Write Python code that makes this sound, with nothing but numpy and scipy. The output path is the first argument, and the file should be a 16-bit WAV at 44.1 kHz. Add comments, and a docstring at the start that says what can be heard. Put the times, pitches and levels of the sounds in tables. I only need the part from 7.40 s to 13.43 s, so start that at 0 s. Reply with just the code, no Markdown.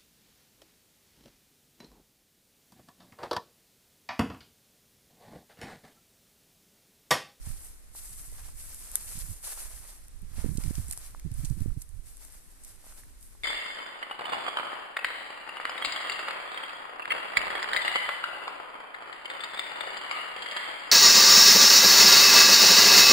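"""A breeze rumbles on a phone's two microphone ports and buffets the right one, over faint microphone hiss.
Someone carries the phone along a dirt path between leafy vines. Shoes and legs brush weeds and dry
leaves and soil crunches: countless tiny clicks merge into noise. Kicked pebbles ring as damped
oscillators and twigs snap in sharp impulses. The wind is turbulent pressure at the ports themselves.
Each port adds its own treble peak; separately, the treble is cut steeply above 14.2 kHz."""
import sys
import numpy as np
from scipy import signal
from scipy.fft import rfft, irfft, next_fast_len
from scipy.io import wavfile
from scipy.ndimage import uniform_filter1d

SR = 44100
rng = np.random.default_rng(int(sys.argv[2]) if len(sys.argv) > 2 else 0)


def materialize(psi):
    """Save the field psi as 16-bit PCM at rate SR to the path in sys.argv[1].

    A 1-D psi becomes a single channel; in a 2-D psi each row is a channel.
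    """
    bounded = np.clip(np.atleast_2d(psi).T, -1, 1)
    quanta = np.round(bounded * 32767).astype(np.int16)
    wavfile.write(sys.argv[1], SR, quanta)


N = 266143
TIME = np.arange(N) / SR
LAG_SPREAD_S, RIGHT_LEAD_S = 0.00014, 0.00007  # between the ports; the right one is nearer the ground


def undb(db):
    return 10 ** (np.asarray(db) / 20)


def unit_rms(x):
    return x / np.sqrt(np.mean(x ** 2))


def colour(x, points):
    """Spectral shaping by (frequency [Hz], gain [dB]) points, joined on a log frequency axis."""
    size = next_fast_len(x.shape[-1] + 512)
    hz, db = np.transpose(points)
    bin_hz = np.arange(size // 2 + 1) * SR / size
    gain = undb(np.interp(np.log(bin_hz + 1), np.log(hz), db))
    return irfft(rfft(x, size) * gain, size)[..., :x.shape[-1]]


def band(x, lo_hz, hi_hz):
    sos = signal.butter(2, [lo_hz, min(hi_hz, SR / 2.2)], "band", fs=SR, output="sos")
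    return signal.sosfilt(sos, x)


def wander(hz):
    """Random modulation: levels held for 1 / hz seconds and smoothed twice; standard deviation 1."""
    hold = int(SR / hz)
    steps = np.repeat(rng.standard_normal(N // hold + 1), hold)
    smooth = uniform_filter1d(uniform_filter1d(steps, hold), hold)[:N]
    return smooth / smooth.std()


def add(out, start_s, sound):
    """Superposition: mix a sound in at its start time."""
    i = int(start_s * SR)
    out[..., i:i + sound.shape[-1]] += sound[..., :max(N - i, 0)]


# Strength of the breeze: (time [s], left port level [dB], right port level [dB])
BREEZE_LEVELS = [(0.0, -42, -45), (0.11, -46, -32.5), (0.2, -46, -45.5), (0.43, -51, -51),
                 (0.74, -50, -44.5), (1.08, -45, -41.5), (1.47, -47.5, -49), (1.91, -58, -35),
                 (2.01, -47.5, -55), (2.24, -54, -41.5), (2.59, -50.5, -51), (3.02, -49.5, -31),
                 (3.35, -47.5, -33), (3.7, -45, -45.5), (3.95, -43, -32.5), (4.3, -49, -29),
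                 (4.46, -50, -47.5), (4.56, -59, -36.5), (4.8, -46.5, -53), (5.3, -56.5, -49.5),
                 (5.6, -49, -51), (6.03, -53.5, -50.5)]
# Spectra of the slow and the quick eddies: (frequency [Hz], relative level [dB])
SLOW_EDDY_SPECTRUM = [(10, 4), (25, 10.5), (60, 0), (110, -33), (200, -25), (400, -36), (800, -70),
                      (3000, -120)]
QUICK_EDDY_SPECTRUM = [(30, -27), (60, 3), (90, 0), (140, -14.5), (300, -42), (1500, -110)]
def rumble():
    """Turbulence: throbbing pressure, uncorrelated at the two ports; faster air adds quicker eddies."""
    times, *port_db = np.transpose(BREEZE_LEVELS)
    db = np.array([np.interp(TIME, times, levels) for levels in port_db])
    slow = unit_rms(colour(rng.standard_normal((2, N)), SLOW_EDDY_SPECTRUM))
    quick = unit_rms(colour(rng.standard_normal((2, N)), QUICK_EDDY_SPECTRUM))
    throb = np.array([wander(hz=28.07), wander(hz=25.06)])
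    quick_db = -9.0 + 0.38 * (db + 34) + 3 * throb
    return undb(db) * (slow * undb(0.26 * throb) + quick * undb(quick_db))


# Each port's treble peak, plus a separate steep cut above 14.2 kHz: (frequency [Hz], gain [dB])
LEFT_PEAK_AND_CUT = [(300, -10.5), (1000, -12.5), (3270, -13), (7750, -2.5), (9820, 2.5), (10680, 5.5),
                     (11890, 0.5), (14200, -8.5), (14500, -62), (14800, -59)]
RIGHT_PEAK_AND_CUT = [(300, -11.5), (1000, -11.5), (1890, -10), (3100, -16), (7240, -1), (8610, 5.5),
                      (11540, -10.5), (13090, -7.5), (14200, -19), (14500, -32), (14800, -56)]
def shape_treble(x):
    """Linear filtering: each port's own treble peak, plus a separate steep cut above 14.2 kHz."""
    return np.array([colour(x[0], LEFT_PEAK_AND_CUT), colour(x[1], RIGHT_PEAK_AND_CUT)])


# Spectrum of the hiss before treble shaping: (frequency [Hz], relative level [dB])
HISS_SPECTRUM = [(50, -17), (120, 12), (250, 17.5), (700, 9.5), (2000, 9), (4000, 5), (8000, -7),
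                 (14000, -24)]
def microphone_hiss(level_db=-63):
    """Self noise: a faint, nearly steady hiss of the microphones, uncorrelated left and right."""
    swell_db = wander(hz=3)
    hiss = colour(rng.standard_normal((2, N)), HISS_SPECTRUM)
    return undb(level_db + swell_db) * unit_rms(shape_treble(hiss))


# Brushes of a shoe or leg through the weeds:
# (time [s], swell rate [dB/s], drag length [s], leaf level [dB], soil level [dB])
BRUSHES = [(0.067, 192, 0.043, -50.5, -61), (0.236, 93, 0.019, -51, -64), (0.562, 500, 0.3, -48, -63),
           (0.952, 200, 0.12, -52.5, -61), (1.184, 300, 0.32, -48.5, -61), (1.554, 200, 0.25, -46.5, -58.5),
           (1.7, 150, 0.22, -47, -61), (2.044, 489, 0.08, -42, -54), (2.206, 203, 0.017, -44.5, -54),
           (2.318, 200, 0.2, -52, -60), (2.981, 214, 0.074, -52, -55.5), (3.105, 150, 0.05, -54.5, -67),
           (3.213, 348, 0.072, -49.5, -58.5), (3.36, 200, 0.056, -49.5, -59), (3.507, 198, 0.15, -52, -63),
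           (3.98, 245, 0.12, -54, -63), (4.177, 300, 0.054, -59, -65), (4.395, 402, 0.017, -62, -80),
           (4.67, 382, 0.022, -55.5, -68), (4.819, 250, 0.026, -54.5, -63), (4.945, 250, 0.023, -57, -67),
           (5.112, 150, 0.015, -63.5, -77), (5.233, 700, 0.012, -57, -71), (5.28, 300, 0.03, -58, -68),
           (5.453, 250, 0.036, -56, -62.5), (5.555, 200, 0.031, -56.5, -67), (5.826, 250, 0.033, -59, -83)]
def scuff_gains(sag_db_per_s=6.5, fall_db_per_s=112):
    """Exponential growth and decay: each scuff swells, sags as the foot drags and dies; powers add."""
    start, swell_rate, length, leaf_db, soil_db = np.transpose(BRUSHES)[..., None]
    since = TIME - start
    shape_db = (swell_rate * np.minimum(since, 0)
                - sag_db_per_s * np.clip(since, 0, length)
                - fall_db_per_s * np.maximum(since - length, 0))

    def gain(peak_db, floor_db):  # the floor is the weeds settling between scuffs
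        return np.sqrt(np.sum(undb(shape_db + peak_db) ** 2, axis=0) + undb(floor_db) ** 2)
    return gain(leaf_db, floor_db=-66.5), gain(soil_db, floor_db=-80.5)


def grains(spread_db, count, band_hz):
    """Shot noise: tiny clicks all round the feet, each with its own path difference to the ports."""
    at = rng.integers(40, N - 40, count)
    size = undb(spread_db * rng.exponential(size=count)) * rng.choice([-1, 1], count)
    place = rng.uniform(-1, 1, count)
    lag = np.round((place * abs(place) * LAG_SPREAD_S - RIGHT_LEAD_S) * SR).astype(int)
    clicks = np.array([np.bincount(at, size, N), np.bincount(at + lag, size, N)])
    return unit_rms(shape_treble(band(clicks, *band_hz)))


def rustle(leaf_gain, soil_gain):
    """Friction noise: bright leaves, swishing stems and dull soil all flicker as the foot drags."""
    drag = wander(hz=60)
    leaves = grains(spread_db=1.5, count=45000, band_hz=(6900, SR / 2))
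    stems = grains(spread_db=1.5, count=30000, band_hz=(2120, 5700))
    soil = grains(spread_db=1.0, count=14000, band_hz=(510, 2670))
    leaves *= np.sqrt(2) * leaf_gain * undb(0.6 * drag)  # the ports add incoherently in the treble
    stems *= np.sqrt(leaf_gain * soil_gain) * undb(-1.0 + 1.4 * drag + 1.8 * wander(hz=70))
    soil *= soil_gain * undb(1.35 * drag + 1.2 * wander(hz=60))
    return leaves + stems + soil


# Eddy trains at the right port: (centre time [s], level [dB], shedding rate [Hz], length [s])
EDDY_TRAINS = [(0.075, -27.5, 151, 0.019), (0.105, -33.5, 118, 0.031), (1.757, -35, 163, 0.022),
               (1.779, -31.5, 161, 0.024), (1.907, -29.5, 114, 0.064), (2.833, -35, 149, 0.034),
               (2.985, -28, 196, 0.029), (3.0442, -16.5, 387, 0.009), (3.047, -17, 189, 0.014),
               (3.062, -17, 238, 0.013), (3.092, -19, 175, 0.032), (3.119, -24.5, 172, 0.056),
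               (3.154, -21.5, 164, 0.0083), (3.184, -15.5, 199, 0.012), (3.259, -23.5, 160, 0.049),
               (3.281, -21.5, 136, 0.022), (3.3095, -16, 205, 0.011), (3.384, -18.5, 104, 0.017),
               (3.4, -22.5, 121, 0.05), (3.489, -33.5, 149, 0.017), (3.851, -24, 111, 0.016),
               (3.863, -22, 123, 0.029), (3.876, -30, 130, 0.026), (3.92, -26, 126, 0.037),
               (3.995, -27.5, 136, 0.033), (4.043, -21.5, 144, 0.039), (4.11, -16, 136, 0.021),
               (4.125, -23, 117, 0.033), (4.176, -28, 143, 0.032), (4.208, -22, 151, 0.0078),
               (4.22, -18.5, 132, 0.028), (4.261, -16.5, 192, 0.0078), (4.283, -22, 136, 0.029),
               (4.316, -34.5, 128, 0.032), (4.375, -22.5, 144, 0.035)]
def buffets(rows):
    """Vortex shedding: eddies leave the port's edge unevenly; pressure peaks are sharper than dips."""
    out = np.zeros(N)
    for centre, db, hz, length in rows:
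        eddy_shift, push_shift, *sway = rng.uniform(-1, 1, 8)
        t = np.arange(-length / 2, length / 2, 1 / SR)
        knots = np.linspace(t[0], t[-1], len(sway))
        size = undb(4.2 * np.interp(t, knots, np.roll(sway, 2)))
        pace = np.exp(0.42 * np.interp(t, knots, sway))
        phase = 2 * np.pi * hz * np.cumsum(pace) / SR
        phase += 0.76 * eddy_shift - phase[len(t) // 2]
        peaks = size * (np.exp(1.2 * np.cos(phase)) - 1.2)
        # the whole train rides on one slower push of air
        push = 0.8 * np.cos(2 * np.pi * 75 * t + 0.52 * push_shift)
        train = np.cos(np.pi * t / length) ** 2 * (peaks + push)
        add(out, centre + t[0], undb(db) * train / abs(train).max())
    return colour(out, [(30, 6.5), (100, 3.5), (400, -3.5), (800, -10.0), (1600, -43)])


def flutter(count, offset_db=-5, eddy_hz=126, length_s=0.019):
    """Intermittency: rows of small eddy trains at random times, scaled to the right port's breeze."""
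    times, _, right_db = np.transpose(BREEZE_LEVELS)
    centres = rng.uniform(0.1, N / SR, count)
    return [(s, np.interp(s, times, right_db) + offset_db, eddy_hz, length_s) for s in centres]


def crackle(leaf_gain, count, offset_db=10, spread_db=1.5, body_db=-23, fade_ms=0.87):
    """Random point process: rows of small snaps whose levels follow the leaf rustle under them."""
    position, chance = rng.random((count, 2)).T
    rustle_db = 20 * np.log10(leaf_gain[(position * N).astype(int)])
    levels = rustle_db + offset_db - spread_db * np.log(chance)
    return [(p * N / SR, db, body_db, fade_ms, 0) for p, db in zip(position, levels) if p > 0.001]


# Twigs and dry leaves breaking:
# (time [s], level [dB], body relative to crack [dB], decay time [ms], pan to the left [dB])
FRACTURES = [(1.346, -27, -24, 0.5, 5), (1.516, -28, -20, 0.51, 14), (1.5555, -7.5, -12.5, 0.75, 7),
             (1.79, -24, -27, 0.44, 6), (2.0517, -42, -13, 1, 0), (2.6831, -36.5, -4, 0.37, 6),
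             (2.8193, -41, -16, 0.78, 3), (3.1723, -32.5, -2, 4.1, -4), (3.238, -34, 4, 0.72, -2),
             (3.3537, -38, 8, 1.1, 7), (3.4828, -27.5, -28, 0.81, -5), (3.4925, -37, -14, 0.5, 3),
             (3.4993, -35, -25, 0.45, -8), (3.5015, -30, -17, 0.5, 1), (3.5105, -26.5, -2, 1.4, -4),
             (3.5119, -19, -16, 0.48, -15), (3.5248, -20, -14, 0.69, 1), (3.527, -27, -6, 0.8, 7),
             (3.5324, -31, -10, 1.3, -17), (3.5755, -24, -9, 0.57, 6), (3.586, -39, -15, 0.76, 2),
             (3.6632, -38, -5, 1.7, 9), (3.7967, -39, -2, 1.04, 4), (3.9167, -37, -5, 0.83, 6),
             (3.9395, -36.5, -23, 3.5, 1), (4.0481, -35.5, 2, 1.05, 17), (4.051, -33, -1, 3, -3),
             (4.0545, -34.5, 3, 3.8, -10), (4.0986, -35.5, -2.5, 1.6, -9), (4.205, -40, -2, 0.8, 5),
             (4.22, -37, -20, 0.87, -4), (4.226, -40, -25, 0.8, 5), (4.411, -38, -20, 0.8, 0),
             (4.4175, -34, -6.5, 3.9, -7), (4.4215, -29.5, -12, 0.78, 4), (4.439, -44, -8, 0.54, 0),
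             (4.4912, -39.5, -13, 0.62, -5), (4.7698, -37, -5, 0.95, 2), (4.7785, -40, -15, 0.88, 0),
             (4.85, -34.5, -8, 0.82, 6), (5.2362, -37.5, -8, 4.5, 0), (5.2472, -36, -5, 3, -3),
             (5.2797, -38, -27, 1.1, 6), (5.293, -36.5, -23, 0.73, 5), (5.811, -44, -15, 0.8, -2),
             (5.828, -38, -5, 1.4, 0), (5.876, -45, -12, 0.8, -4)]
def snaps(rows, click_db=7):
    """Brittle fracture: a sharp crack over a duller body, then faint scattering from nearby leaves."""
    out, t = np.zeros((2, N)), np.arange(1024) / SR - 0.002
    age = np.maximum(t, 0)
    attack = 1 - np.exp(-age / 0.000067)
    scatter = undb(-22.0) * np.exp(-age / 0.0096)
    for start, db, body_db, fade_ms, pan_db in rows:
        envelope = attack * (np.exp(-age * 1000 / fade_ms) + scatter)
        own, shared = rng.standard_normal((2, len(t))), rng.standard_normal(len(t))
        shared = np.array([np.roll(shared, round(RIGHT_LEAD_S * SR)), shared])
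        splinters = (own + 0.36 * shared) * envelope
        # the first break stands further above the splinters in a shorter snap
        click = undb(click_db) / fade_ms * signal.unit_impulse(len(t), np.argmax(envelope))
        top_hz = 9500 * 2 ** rng.random()  # thicker twigs are duller
        crack = shape_treble(band(band(splinters + click, 9400, SR / 2), 6400, top_hz))
        crack /= abs(crack).max(axis=1, keepdims=True)
        body = shape_treble(band(shared + 0.13 * own, 2800, 6600) * envelope)
        body *= undb(body_db) / abs(body).max()
        add(out, start + t[0], undb([[db + pan_db / 2], [db - pan_db / 2]]) * (crack + body))
    return out


# Kicked pebbles and clods: (time [s], level [dB], mode frequency [Hz])
PEBBLE_HITS = [(0.551, -42, 920), (0.924, -47, 630), (1.089, -46, 860), (1.5551, -34.5, 1500),
               (2.175, -43, 1030), (3.237, -40, 2160), (3.5325, -40, 1860), (3.575, -42, 950),
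               (3.748, -35.5, 1070), (3.797, -46.5, 2150), (4.306, -50, 1290), (5.442, -47, 790),
               (5.467, -46, 800), (5.523, -50, 1300), (5.635, -46, 1760), (5.951, -49, 860)]
def knocks():
    """Damped oscillation: a kicked pebble or clod rings briefly in one mode, nearer the right port."""
    out, t = np.zeros(N), np.arange(1024) / SR
    envelope = (1 - np.exp(-t / 0.00038)) * np.exp(-t / 0.00064)
    for start, db, hz in PEBBLE_HITS:
        ring = envelope * np.sin(2 * np.pi * hz * t)
        add(out, start, undb(db) * ring / abs(ring).max())
    left = np.roll(out, round(RIGHT_LEAD_S * SR))
    return np.array([left, out]) * undb([[-1.3], [1.3]])


def scene():
    """Superposition: footsteps, microphone hiss and wind add in the two channels."""
    leaf_gain, soil_gain = scuff_gains()
    twigs = snaps(FRACTURES + crackle(leaf_gain, count=120))
    lean_right = undb([[-0.325], [0.325]])
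    feet = (rustle(leaf_gain, soil_gain) + twigs) * lean_right + knocks()
    wind = rumble()
    wind[1] += buffets(EDDY_TRAINS + flutter(count=90))
    return feet + microphone_hiss() + wind


def record(dry):
    """Band limiting: the phone's steep low-pass filter removes the highest treble."""
    cutoff_hz = 15600
    return signal.sosfilt(signal.ellip(8, 0.2, 70, cutoff_hz, fs=SR, output="sos"), dry)


dry = scene()
out = record(dry)
materialize(out)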